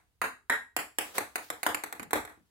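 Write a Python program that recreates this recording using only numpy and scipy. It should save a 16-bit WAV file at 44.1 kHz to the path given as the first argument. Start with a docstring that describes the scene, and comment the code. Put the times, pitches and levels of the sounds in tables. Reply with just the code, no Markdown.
"""Ping pong balls are thrown across a stone counter at a muffin tin in a small, hard room.
The first ball clangs twice on the tin, then bounces ever faster near the microphone. Each bounce is a
push of about half a millisecond, whose length cuts evenly spaced gaps in the tones of the shell's click.
Midway a soft hiss swells and a plastic bag rustles. Then a second ball lands with two fuller knocks,
and a few dull bumps sound near the end."""
import sys
import numpy as np
from scipy import signal
from scipy.fft import rfft, irfft
from scipy.io import wavfile

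SR = 44100
rng = np.random.default_rng(int(sys.argv[2]) if len(sys.argv) > 2 else 0)


def transcribe(u):
    """Save the signal u as a 16-bit wav file named by the first command-line argument.

    u: samples, shape (n,) or (channels, n), limited to [-1, 1]; the rate is SR.
    q: integer samples, one column per channel.
    """
    v = np.clip(np.atleast_2d(u).T, -1, 1)
    q = np.round(v * 32767).astype(np.int16)
    wavfile.write(sys.argv[1], SR, q)


N = 110250
SIZE = 32768  # samples used to build one hit
HZ = np.fft.rfftfreq(SIZE, 1 / SR)
ECHO_S, ECHO_DB = .004, -12.5  # first echo from things on the counter


def bounce(surface, echo_db, contact_ms, level_db, thud_db, shell_db, room_db, pan_db, late_ms):
    """One bounce sounds the surface's thud, the ball's hollow pock and its shell's click."""
    # pock in the low tones, click in the high ones: (frequency [Hz], level [dB])
    ball_colour = [(40, -30), (90, -26), (160, -29.5), (260, -15), (450, -12), (800, -8.5), (1300, -8.5),
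                   (2000, -8), (3000, -9), (4400, -14), (5800, -17.5), (7400, -6.5), (8700, -9),
                   (11500, -8.5), (14000, -13), (16000, -17)]
    thud_hz, shell_hz = 530, 3060
    thud = thud_db / (1 + (HZ / thud_hz) ** 3)
    shell = shell_db / (1 + (shell_hz / (HZ + 1)) ** 4)
    colour = tone_filter(level_db + curve(ball_colour, HZ) + thud + shell)
    sound = irfft(push(contact_ms) * colour * surface * room(echo_db, room_db, pan_db, late_ms))
    return sound[:, :SIZE * 3 // 4]


def push(contact_ms):
    """Spectrum of the ball's push, half a sine wave long, evened out so the highs stay strong."""
    phase, loss = 2 * np.pi * HZ * contact_ms / 1000, .2
    damped = loss + 1j * phase
    notches = (1 + np.exp(-damped)) / 2
    return notches * (np.pi + 1j * phase) ** 2 / (damped ** 2 + np.pi ** 2)


def tin_hits(mix):
    """The ball strikes the muffin tin twice, each time on a different spot."""
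    # (ring [dB], favoured tone [Hz], first echo [dB], time [s], contact [ms], level [dB], thud [dB],
    #  shell click [dB], room [dB], left over right [dB], left delay [ms])
    hits = [ (0.45, 1300, -6, .2163, 0.4495, 4.87, 0.23, -5.4, 7.4, -4, 0.02),
            (6.2, 1890, 2.5, .4980, 0.5475, 6.7, -4.5, -6.4, 6.8, 0, 0.11)]
    for ring_db, spot_hz, echo_db, start, *blow in hits:
        add(mix, start, bounce(tin(ring_db, spot_hz), echo_db, *blow))


def tin(ring_db, spot_hz):
    """The struck spot gives a short clank and rings the tin's tones, most of all near spot_hz."""
    # the tin's own tones: (frequency [Hz], level [dB])
    tones = [(258, 0), (448, 1.5), (730, -37), (925, 1), (1030, -3), (1421, -4), (1537, -5), (1637, 2),
             (1710, -3), (1828, -1), (1894, 0), (1950, -8), (2062, -10.5), (2240, -16), (2670, 8.5),
             (3870, 11.5)]
    width_octaves, clank_db, far_db, ring_offset_db, fade_s = .27, 7, -12.5, -18, .16
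    favour = np.exp(-(np.log2((HZ + 1) / spot_hz) / width_octaves) ** 2 / 2)
    struck = [(hz, db + far_db * (1 - np.interp(hz, HZ, favour)), fade_s) for hz, db in tones]
    return tone_filter(clank_db * favour) + gain(ring_db + ring_offset_db) * ringing(struck)


def counter_bounces(mix):
    """The balls bounce on stone; heavier thuds set the counter ringing more."""
    # (time [s], contact [ms], level [dB], thud [dB], shell click [dB], room [dB],
    #  left over right [dB], left delay [ms])
    bounces = [ (-.17, .48, 2.5, -3.5, -8.5, 9, 14, 0), (0.7654, 0.4, 9, -0.5, -0.5, 2, -1, 0.16),
               (.9857, 0.37, 8, 2, 2, 0, -2, 0.28), (1.182, .486, 11, 3, -1.5, -2.5, -0.5, 0.39),
               (1.3571, 0.46, 8, -1.5, -2.5, -2.5, 0.5, 0.4),
               (1.5023, 0.54, 5.5, 0, -3.5, -2.5, -2.5, 0.41),
               (1.6312, 0.46, 6, -2.5, -0.5, -3, -2.5, 0.39),
               (1.6649, 0.59, 14.5, -0.5, -6, 0.5, .5, 0.065), (1.7463, 0.42, 9, -2, -3, -4.5, 0, 0.39),
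               (1.8370, .486, 4, 0, -2.5, -3.5, 1.5, 0.43), (1.9259, 0.5, -0.5, 3, -3, -2.5, -0.5, 0.34),
               (1.9966, 0.43, -1, 2, -6, -2, -2.5, 0.34), (2.0300, 0.54, -8, 3.5, 0, -23, -3.5, .35),
               (2.1084, 0.5, -5, 1, -2, -1, 2.5, .35), (2.1321, .51, 13, 3, -5.5, 3, -1, 0.11),
               (2.251, 0.52, -7, -1.5, -3.5, -4, -1.5, .35), (2.2760, 0.52, -9.5, -6, -14.5, 4, 3, 0.38),
               (2.2955, 0.49, -20.5, 6, -2.5, 4, 5.5, .35)]
    # the counter's own tones: (frequency [Hz], level [dB], time to fade by 60 dB [s])
    tones = [(307.6, 1.5, .2), (428, -5, 0.19), (450, -5, 0.033), (725.3, -2.5, 0.09), (840.3, -3, 0.073),
             (1182, -6.5, 0.18)]
    ring = ringing(tones)
    for start, contact_ms, level_db, thud_db, *rest in bounces:
        surface = 1 + gain(-25.5 + .47 * thud_db) * ring
        add(mix, start, bounce(surface, ECHO_DB, contact_ms, level_db, thud_db, *rest))


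def ringing(tones):
    """Spectrum of a struck object: pure tones that each die away."""
    t, ring = np.arange(SIZE) / SR, 0
    for hz, db, fade_s in tones:
        tone = np.cos(2 * np.pi * hz * t) * 1000 ** (-t / fade_s)
        ring = ring + gain(db) * tone / np.linalg.norm(tone)
    return rfft(ring)


def bumps(mix):
    """Soft, low pushes with no click, which die away at once."""
    # (time [s], level [dB])
    pushes = [(1.997, -3), (2.020, -8.5), (2.375, -20)]
    pitch_hz, fade_s = 254.5, .015
    s, w = 2j * np.pi * HZ, 2 * np.pi * pitch_hz
    loss = 2 * np.log(1000) / fade_s
    resonance = loss * s / (s ** 2 + loss * s + w ** 2)
    dull = resonance / (1 + s / (2 * w))
    for start, level_db in pushes:
        sound = irfft(gain(level_db) * dull * room(ECHO_DB, room_db=-1.7))
        add(mix, start, sound[:, :SIZE // 2])


def bag():
    """A hand in a plastic bag makes many tiny crinkles, heard mostly through the room."""
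    # (time [s], level [dB])
    loudness = [(.85, -75), (1.05, -78), (1.301, -77), (1.45, -56), (1.6, -73), (1.9, -72), (2.1, -89)]
    # (frequency [Hz], level [dB])
    colour = [(100, -31.5), (1000, -15.5), (4000, -1.5), (8000, -10), (15500, -5.5)]
    crinkles_per_s, spread_db = 900, 3.5
    sizes = gain(spread_db * np.minimum(rng.exponential(1, N), 4)) * rng.choice([-1, 1], N)
    clicks = sizes * (rng.random(N) < crinkles_per_s / SR)
    crinkle = irfft(tone_filter(curve(colour, HZ)) * room(ECHO_DB, room_db=0))
    rustle = signal.fftconvolve(clicks[None], crinkle, axes=1)[:, :N]
    level_db = np.interp(np.arange(N) / SR, *np.transpose(loudness), left=-np.inf, right=-np.inf)
    return rustle / rustle.std() * gain(level_db)


def room(echo_db, room_db, pan_db=0, late_ms=0):
    """Sound reaches the microphones straight, off nearby things, and off the walls."""
    # (frequency [Hz], time to fade by 60 dB [s])
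    fade_times = [(100, 0.44), (300, 0.14), (700, 0.2525), (1500, 0.2651), (3000, 0.25), (8000, 0.3068),
                  (15000, 0.2077)]
    # tone of the echoing tail: (frequency [Hz], level [dB])
    tail_colour = [(100, 11), (400, 9), (1200, 0), (3000, 2.5), (8000, -3.5), (15000, 0)]
    near_db, near_fade_s, walls_s, before_walls_db, tail_left_db = 2, .041, .023, -6, .5
    t, side = np.arange(SIZE) / SR, np.array([[.5], [-.5]])
    near = echoes(every=6) * 1000 ** (-t / near_fade_s) * (t > .0005)
    near *= gain(near_db) / np.linalg.norm(near[0])
    hz, times, bands = signal.stft(echoes(every=10), SR, nperseg=256)
    decay = 1000 ** (-times / curve(fade_times, hz)[:, None])
    tail = signal.istft(bands * decay, SR)[1][:, :SIZE]
    tail *= gain(before_walls_db * (t < walls_s)) * np.minimum(t / ECHO_S, 1)
    tail *= gain(room_db + side * tail_left_db) / np.linalg.norm(tail[0])
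    walls = mic_pair(rfft(tail), HZ) * tone_filter(curve(tail_colour, HZ))
    late_s = np.array([[late_ms], [0]]) / 1000  # left side only
    straight = np.exp(-2j * np.pi * HZ * late_s)
    first_echo = straight * gain(echo_db) * np.exp(-2j * np.pi * HZ * ECHO_S)
    return gain(side * pan_db) * (straight + first_echo + mic_pair(rfft(near), HZ)) + walls


def echoes(every):
    """One echo of random sign and timing in each run of `every` samples, per side."""
    out = np.zeros((2, SIZE))
    at = np.arange(0, SIZE - every, every)
    at = at + rng.integers(0, every, (2, len(at)))
    np.put_along_axis(out, at, rng.choice([-1, 1], at.shape), 1)
    return out


def air():
    """The still room and a soft hiss that comes and goes."""
    # (time [s], level [dB])
    hiss_level = [(0, -79), (0.902, -109), (1.05, -49), (1.137, -55), (1.154, -40), (1.18, -38),
                  (1.195, -50.5), (1.33, -68.5), (1.58, -64), (2.101, -78.5), (2.5, -78.5)]
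    # both: (frequency [Hz], level [dB])
    hiss_colour = [(60, -28), (400, -4.5), (1500, -8.5), (3200, -11), (6000, -15), (9000, -16),
                   (15500, -16.5)]
    still_colour = [(20, -3.5), (70, 18.5), (170, 1), (500, -13), (1500, -17), (3000, -15), (6000, -20.5),
                    (10000, -16.5), (16000, -21)]
    hiss_db = np.interp(np.arange(N) / SR, *np.transpose(hiss_level))
    return gain(-74.5) * noise(still_colour) + gain(hiss_db) * noise(hiss_colour)


def noise(colour):
    """Stereo noise from all around, with this colour and a strength of one."""
    hz = np.fft.rfftfreq(N, 1 / SR)
    white = mic_pair(rfft(rng.standard_normal((2, N))), hz)
    coloured = irfft(white * gain(curve(colour, hz)), N)
    return coloured / coloured.std()


def mic_pair(spectra, hz):
    """Blends left and right: two close microphones hear much the same bass."""
    bass_alike, spacing_m = .62, .11
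    blend = np.arcsin(bass_alike * np.sinc(2 * hz * spacing_m / 343)) / 2
    return np.cos(blend) * spectra + np.sin(blend) * spectra[::-1]


def tone_filter(db):
    """A filter with these levels that rings only after a sound, never before."""
    log_gain = np.log(gain(np.r_[db, db[-2:0:-1]]))
    return np.exp(np.conj(signal.hilbert(log_gain)))[:len(db)]


def gain(db):
    """Turns decibels into a multiplier."""
    return 10 ** (np.asarray(db) / 20)


def curve(points, hz):
    """Reads between a table's points, with frequency spaced by octaves."""
    known_hz, values = np.transpose(points)
    return np.interp(np.log(hz + 1), np.log(known_hz + 1), values)


def add(mix, start_s, sound):
    """Mixes a stereo sound in, cutting off what falls outside the scene."""
    at = round(start_s * SR)
    sound = sound[:, max(-at, 0):]
    part = mix[:, max(at, 0):][:, :sound.shape[1]]
    part += sound[:, :part.shape[1]]


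def scene():
    """Clangs, bounces and bumps over the quiet room and the bag."""
    mix = air() + bag()
    tin_hits(mix)
    counter_bounces(mix)
    bumps(mix)
    return mix


def record(dry):
    """The right microphone is a little brighter; the deepest and highest tones are cut."""
    # right microphone against the left: (frequency [Hz], level [dB])
    right_colour = [(100, -1), (600, 0), (1500, 1), (2800, -1), (5000, 1), (14000, 0.5)]
    low_hz, high_hz = 38, 16100
    right = irfft(rfft(dry[1]) * gain(curve(right_colour, np.fft.rfftfreq(N, 1 / SR))), N)
    low_cut = signal.butter(2, low_hz, "high", fs=SR, output="sos")
    high_cut = signal.firwin(255, high_hz, window=("kaiser", 8), fs=SR)
    stereo = signal.sosfilt(low_cut, np.array([dry[0], right]))
    return signal.oaconvolve(stereo, high_cut[None], "same")


dry = scene()
out = record(dry)
transcribe(out)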